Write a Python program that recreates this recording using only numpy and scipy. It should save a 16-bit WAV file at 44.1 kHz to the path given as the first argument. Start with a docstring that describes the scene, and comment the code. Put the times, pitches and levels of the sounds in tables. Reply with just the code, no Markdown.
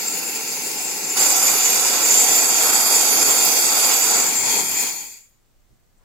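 """Bleeding a scuba filling hose

Outdoors, close by, a bleed screw on a cylinder's filling valve lets the air out of a high-pressure hose. The
turbulent jet hisses through the cracked screw with a thin, wavering edge tone, jumps to a full blast as the gap
opens, then thins and dies as the hose empties. Reflections from hand and cylinder interfere with it and make it
hollow. Gusts of the jet buffet the microphone, and the hand bumps softly on the gear, over the low rumble of
the open air."""
import sys
import numpy as np
from scipy import signal
from scipy.fft import rfft, irfft, next_fast_len
from scipy.io import wavfile
from scipy.ndimage import uniform_filter1d, map_coordinates

SR = 44100
rng = np.random.default_rng(int(sys.argv[2]) if len(sys.argv) > 2 else 0)


def unload_audio(sound):
    """Save the sound as a 16-bit wav file, at the path given as the first command line argument."""
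    columns = np.transpose(np.atleast_2d(sound))
    # keep every value between -1 and 1, then stretch to whole-number steps
    steps = np.round(np.clip(columns, -1, 1) * 32767)
    wavfile.write(sys.argv[1], SR, steps.astype(np.int16))


N = 266599
TIME = np.arange(N) / SR
OPEN_S, THIN_S, EMPTY_S = 1.157, 4.114, 4.832  # the screw gives way, the jet thins, the hose runs empty
ATTACK_S = .017  # duration of a sudden step in the flow


def amp(db):
    """Amplitude ratio of a level in decibels."""
    return 10 ** (np.asarray(db) / 20)


def unit(x):
    """A signal normalised to rms 1."""
    return x / np.sqrt(np.mean(x ** 2) + 1e-20)


def along(points, hz):
    """Interpolation of (Hz, value) points on a logarithmic frequency axis."""
    freqs, values = np.transpose(points)
    return np.interp(np.log(hz + 1), np.log(freqs + 1), values)


def since(start_s):
    """Seconds elapsed since start_s, zero before it."""
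    return np.maximum(TIME - start_s, 0)


def ramp(start_s, length_s):
    """A linear rise from 0 to 1."""
    return np.clip(since(start_s) / length_s, 0, 1)


def swell(peak_s, spread_s):
    """A Gaussian envelope with standard deviation spread_s."""
    return np.exp(-.5 * ((TIME - peak_s) / spread_s) ** 2)


def wobble(rate, at=TIME):
    """Smooth random modulation: a spline through rate knots a second, read at the given times."""
    return map_coordinates(rng.standard_normal(int(N * rate / SR) + 4), [at * rate], mode="nearest")


def patches(shape, bands, frames):
    """A random field of rms 1, correlated over neighbouring bands and frames."""
    across_bands = uniform_filter1d(rng.standard_normal(shape), bands, 0)
    return unit(uniform_filter1d(across_bands, frames, 1))


def filtered(x, response):
    """Linear filtering: the spectrum of x times a frequency response."""
    size = next_fast_len(N + SR // 4)
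    return irfft(rfft(x, size) * response(np.fft.rfftfreq(size, 1 / SR)), size)[..., :N]


def resonance(hz, centre, width):
    """A Lorentzian peak with the given full width at half height."""
    return 1 / (1 + (2 * (hz - centre) / width) ** 2)


def above(hz, edge_hz, order):
    """A high-pass curve that rises from 0 to 1 and passes one half at edge_hz."""
    return 1 - 1 / (1 + (hz / edge_hz) ** order)


def noise(coherence):
    """White stereo noise whose mid-side balance sets the coherence, given as (Hz, coherence) points."""
    def balance(hz):
        angle = np.arccos(np.clip(along(coherence, hz), -.98, .98)) / 2
        return np.array([np.cos(angle), np.sin(angle)])
    mid, side = filtered(rng.standard_normal((2, N)), balance)
    return np.array([mid + side, mid - side])


def outdoors(unsteady_db):
    """Ambient noise of the open air: a slowly modulated rumble under a faint, steady hiss."""
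    # Ambient spectrum. Each row: frequency in Hz, relative spectral density in dB.
    spectrum = [(12, -33.5), (20, -1), (70, -19.5), (103, -14), (133, -19), (581, -26.5), (3260, -36),
                (5500, -36), (7600, -34), (9930, -42), (15500, -37)]
    # Slow course of the rumble. Each row: time in seconds, gain in dB.
    rumble_course = [(0, -2), (1.2, 1), (2.3, 5), (4.2, 0.5), (5.0, 2.5), (5.5, 2)]
    white = noise([(30, 0.081), (150, 0.25), (4000, 0.21)])
    air = unit(filtered(white, lambda hz: amp(along(spectrum, hz))))
    rumble = filtered(air, lambda hz: 1 - above(hz, 140, order=4))
    rumble_db = np.interp(TIME, *np.transpose(rumble_course)) + unsteady_db * wobble(9.9)
    return amp(-62) * (air - rumble + amp(rumble_db) * rumble)


def flow():
    """Base level of the jet in dB: jet noise grows with the gap and falls with the driving pressure."""
    cracked_db, open_db, thin_drop_db = -25, -16.5, 2.08
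    widen_db_per_s, sag_db_per_s, thin_db_per_s = 0.69, 0.76, 6.5
    widest_s = 2.85  # the gap stops widening and the pressure starts to sag
    blast_db = open_db + widen_db_per_s * (since(OPEN_S) - since(widest_s))
    opening_db = ramp(OPEN_S, ATTACK_S) * (blast_db - cracked_db)
    sag_db = sag_db_per_s * since(widest_s)
    thinning_db = thin_drop_db * ramp(THIN_S, ATTACK_S) + thin_db_per_s * since(THIN_S)
    empty_db = 21.5 * since(EMPTY_S) + 113 * since(EMPTY_S) ** 2  # an ever faster collapse
    return cracked_db + opening_db - sag_db - thinning_db - empty_db


def turbulence(modes, levels_db, low_hz, roar_hz, fizz_hz, drift, sway_db):
    """Broadband jet noise excites the valve's resonances, which drift in frequency and strength."""
    # The jet reaches the left microphone first. Each row: frequency in Hz, phase lead in radians.
    left_lead = [(400, 0.01), (750, 0.21), (1400, 0.65), (2500, 0.35), (5200, 0.11), (6500, 0.13)]
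    hz, times, (common, separate) = signal.stft(rng.standard_normal((2, N)), SR, nperseg=1024)
    hz = hz[:, None]
    left_power = right_power = cross_power = 0
    for centre, width, db, pan_db, mode_coherence in modes:
        strength = amp(db + sway_db * wobble(5.96, times))
        drifting_hz = centre * (1 + drift * wobble(5.02, times))
        power = (strength * resonance(hz, drifting_hz, width)) ** 2
        left_power += power * amp(pan_db)
        right_power += power * amp(-pan_db)
        cross_power += power * mode_coherence
    coherence = np.clip(cross_power / np.sqrt(left_power * right_power), -.99, .99)
    coherence = coherence * np.exp(-1j * along(left_lead, hz))
    left = np.sqrt(left_power) * common
    right = np.sqrt(right_power) * (coherence * common + np.sqrt(1 - np.abs(coherence) ** 2) * separate)
    air = signal.istft(np.array([left, right]), SR, nperseg=1024)[1][:, :N]
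    air = unit(filtered(air, lambda hz: np.sqrt(above(hz, low_hz, order=16))))
    roar = filtered(air, lambda hz: 1 - above(hz, roar_hz, order=8))
    fizz = filtered(air, lambda hz: above(hz, fizz_hz, order=40))
    hiss = air - roar - fizz
    return sum(amp(db) * band for db, band in zip(levels_db, (roar, hiss, fizz)))


def whistle(pitch_hz, waver_hz, flicker_db):
    """An edge tone at the screw's thread, modulated in frequency and amplitude by turbulence."""
    hz = pitch_hz + waver_hz * (wobble(140) + 0.73 * wobble(900) + .7 * wobble(17))
    tone = amp(flicker_db * wobble(110)) * np.sin(2 * np.pi * np.cumsum(hz) / SR)
    return unit(np.array([tone, tone]))


def jet():
    """Discharge through an orifice: noise and edge tone follow the flow, cracked, full and then thin."""
    # Valve resonances in the three stages of the jet. Each row: centre in Hz, width in Hz,
    # relative level in dB, left minus right level in dB, left-right coherence.
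    cracked_modes = [(377, 370, -6, -1.5, 0.76), (820, 310, -6.5, 4, 0.65), (1410, 730, -14, 3, 0.32),
                     (2245, 650, -10, 9, 0.7), (2653, 800, -12, -15, 0.5), (3700, 1600, -12, -1.5, -0.63),
                     (4390, 370, -6.5, 2.5, 0.72), (4850, 580, -9, -13.5, -0.27),
                     (5200, 390, -6.5, 2, 0.47), (6300, 660, -2, -3.5, 0.045), (7060, 570, -0.5, 5.5, 0.76),
                     (7440, 390, -0.5, 1.5, 0.94), (7830, 460, -8.5, 9, 0.18), (9190, 1800, -14, 3.5, 0.26),
                     (10900, 1570, -10.5, 2, 0.7), (12350, 1300, -12, 7.5, 0.15),
                     (13530, 920, -12.5, 0, 0.72), (15619, 1450, -14.5, 0.4, 0.75)]
    full_modes = [(417, 320, -10.5, -8.1, 0.68), (760, 400, -6, -1.5, 0.75),
                  (1260, 640.0, -9.5, -5.5, 0.57), (2050, 420, -12.5, -1, -0.36),
                  (2415, 700, -10.5, 0.2, 0.57), (3290, 1630, -14.5, -14.5, -0.37),
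                  (4571.0, 610, -9.5, 1.5, 0.66), (4770, 580, -9, -15, -0.55),
                  (5120, 460.0, -9, -1.3, 0.36), (6310, 930, -2.5, -3.5, -0.33),
                  (7103.0, 810, 0.0, -0.5, 0.99), (7470, 580, -6.5, -0.5, 1), (7770, 450, -4.5, 1.5, 0.1),
                  (9400, 1760.0, -12.5, -0.1, 0.51), (11030, 1510.0, -11, -0.8, 0.47),
                  (11780, 760, -13, -0.5, 0.39), (12680, 760, -8.7, 0.5, 0.87),
                  (13664.0, 550, -13.5, -2, -0.16), (14900, 770, -11, -0.4, 0.31)]
    thin_modes = [(353, 420, -9.5, -1.5, 0.69), (879.0, 380, -8.5, 0, 0.59), (1457.0, 1100, -15, 1, 0.38),
                  (2140, 500.0, -15, 17, 0.02), (2410, 410.0, -7.9, -4.3, 1), (3170, 800, -12, -12, -0.41),
                  (4280, 450, -8.5, 5.5, -0.06), (4716.0, 380, -8, -11.5, -0.19),
                  (5100, 470.0, -10, 3, 0.54), (6370, 930.0, -5.0, 1.3, -0.37), (6950, 440, 1.3, 5.5, 0.73),
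                  (7410, 350, 0.5, 2, 0.82), (7936.0, 810.0, -11.5, 12, -0.02),
                  (9050, 510.0, -9.5, 5, 0.47), (10680, 2000, -14.5, -1.5, 0.64),
                  (11939.0, 1090.0, -12, 6.5, 0.63), (12580, 830, -14, 8.5, -0.26),
                  (13449.0, 880.0, -19, -8.3, 0.36), (15000, 940.0, -12, 0.5, 0.83)]
    # The flow spurts or chokes as the hand works the screw. Each row: peak time in seconds,
    # spread in seconds, level changes of hiss, roar and fizz in dB.
    surges = [(1.06, 0.015, -0.5, 1.5, -3), (1.266, 0.12, 1, 1.6, 1.2), (1.9, 0.25, 0, -0.5, -1.5),
              (2.16, 0.039, 1.6, 1, 1.5), (2.39, 0.0096, 1, -0.3, 0), (2.486, 0.012, -4, -0.5, -2.5),
              (2.84, 0.11, -0.2, 1.5, 0.5), (3.603, 0.011, -2.5, -1, -0.5), (3.883, 0.04, 2, 2.5, 0.7),
              (4.19, 0.059, 1.5, 4, 0), (4.412, 0.036, -0.5, 0, -2), (4.493, 0.043, 3.5, 2.5, 1),
              (4.583, 0.043, 3.5, 6, 1.5), (4.81, 0.049, 3, 2.5, 4.5), (5.145, 0.065, 4.5, 1.5, 3)]
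    flutter_db, roar_empty_db_per_s = 0.45, 18  # the roar dies faster than the hiss as the hose empties
    opened, thinned = ramp(OPEN_S, ATTACK_S), ramp(THIN_S, length_s=0.28)
    blast = opened - thinned
    stages = [(cracked_modes, 1 - opened), (full_modes, blast), (thin_modes, thinned)]
    flow_db = flow()
    hiss_surge_db, roar_surge_db, fizz_surge_db = sum(
        np.outer(changes_db, swell(peak_s, spread_s)) for peak_s, spread_s, *changes_db in surges)
    roar_db = flow_db + roar_surge_db - roar_empty_db_per_s * since(EMPTY_S) + flutter_db * wobble(27)
    hiss_db = flow_db + hiss_surge_db + flutter_db * wobble(35)
    fizz_db = flow_db + fizz_surge_db + flutter_db * wobble(40)
    air = 0
    for modes, power_share in stages:
        air += np.sqrt(power_share) * turbulence(modes, (roar_db, hiss_db, fizz_db), low_hz=143,
                                                 roar_hz=1810, fizz_hz=8370, drift=0.003, sway_db=1.0)
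    tone_db = flow_db + hiss_surge_db - 21.0 + 1.1 * wobble(28)
    tone = amp(tone_db) * whistle(pitch_hz=7180, waver_hz=98.9, flicker_db=5)
    sputter_db = (0.3 + 0.25 * blast) * (wobble(70) + 0.65 * wobble(400))
    return amp(sputter_db) * (air + tone)


def reflections(x, strength, near_s, far_s, sway_s, wander, flicker_db, count):
    """Interference: reflections from the hand cut broad notches, those from the gear add a fine comb."""
    # Bands cancelled by the hand's reflections. Each row: centre in Hz, width in Hz,
    # typical depths left and right in dB.
    hollows = [(574, 100, 7.5, 9.5), (1154, 200, 1, 7), (2840, 170, 6, 2), (2953, 300, 4.5, 12.5),
               (3420, 340, 3.5, -1), (4110, 290, 3, 8), (5460, 236, 9, 10), (8270, 240, 2.5, 1),
               (9940, 200, -1, -1.5)]
    # The shifting hand retunes the notches. Each row: time in seconds, frequency factor.
    hand_shift = [(0, 1.03), (1.9, 1.07), (2.6, 1), (4.15, 1.05), (4.6, 0.978), (5.2, 1.03)]
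    hz, times, spectra = signal.stft(x, SR, nperseg=2048)
    hz = hz[:, None]
    shift = np.interp(times, *np.transpose(hand_shift))
    hollow_db = 0
    for centre, width, *depths_db in hollows:  # small movements vary each notch's depth and tuning
        depth_db = np.reshape(depths_db, (2, 1, 1)) * amp(4.5 * wobble(16, times))
        notch_hz = centre * (shift + wander * wobble(8, times))
        hollow_db += depth_db * resonance(hz, notch_hz, width) ** 2
    comb = 1
    for pair_s in rng.uniform(near_s, far_s, (count, 2)):
        delay_s = pair_s[:, None, None] + sway_s * wobble(2.516, times)  # the microphones sway
        comb += strength * above(hz, 400, order=2) * np.exp(-2j * np.pi * hz * delay_s)
    # the treble flickers in small patches
    patch_db = flicker_db * above(hz, 6800, order=30) * patches(spectra.shape[1:], bands=12, frames=2)
    gain = amp(patch_db - hollow_db) * np.abs(comb) / np.sqrt(1 + count * strength ** 2)
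    return signal.istft(spectra * gain, SR, nperseg=2048)[1][:, :N]


def bumps():
    """Soft low bumps and friction: gusts of the jet buffet the microphone, and at the end the hand on the valve
    and padded case makes brief bands of noise."""
    # Gusts of the jet on the microphone, then the hand's bumps and rubs. Each row: peak time in seconds, spread
    # in seconds, level in dB, # centre in Hz, width in Hz.
    touches = [(1.95, .025, -56, 95, 50), (2.45, .016, -54, 95, 50), (3.24, 0.026, -53, 80, 40),
               (4.45, 0.06, -50, 115, 60), (4.69, 0.069, -50.5, 122, 60), (5.723, .016, -58, 69.9, 70.8),
               (5.731, 0.026, -65, 230, 330), (5.72, .04, -75, 6500, 7000), (5.985, .012, -71, 7800, 2490),
               (6.035, 0.037, -67, 1050, 1610)]
    rub = noise([(100, 0.38)])
    sound = 0
    for peak_s, spread_s, db, centre, width in touches:
        band = unit(filtered(rub, lambda hz: resonance(hz, centre, width)))
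        sound += amp(db) * swell(peak_s, spread_s) * band
    return sound


def scene():
    """Superposition of the open air, the jet with its reflections, and the gusts and hand touches."""
    venting = reflections(jet(), strength=0.22, near_s=.002, far_s=.01, sway_s=.00004,
                          wander=0.0083, flicker_db=4.0, count=5)
    return outdoors(unsteady_db=2.5) + venting + bumps()


def record(dry):
    """Band limiting: a steep low-pass removes the highest treble."""
    return filtered(dry, lambda hz: 1 - above(hz, edge_hz=15800, order=300))


dry = scene()
out = record(dry)
unload_audio(out)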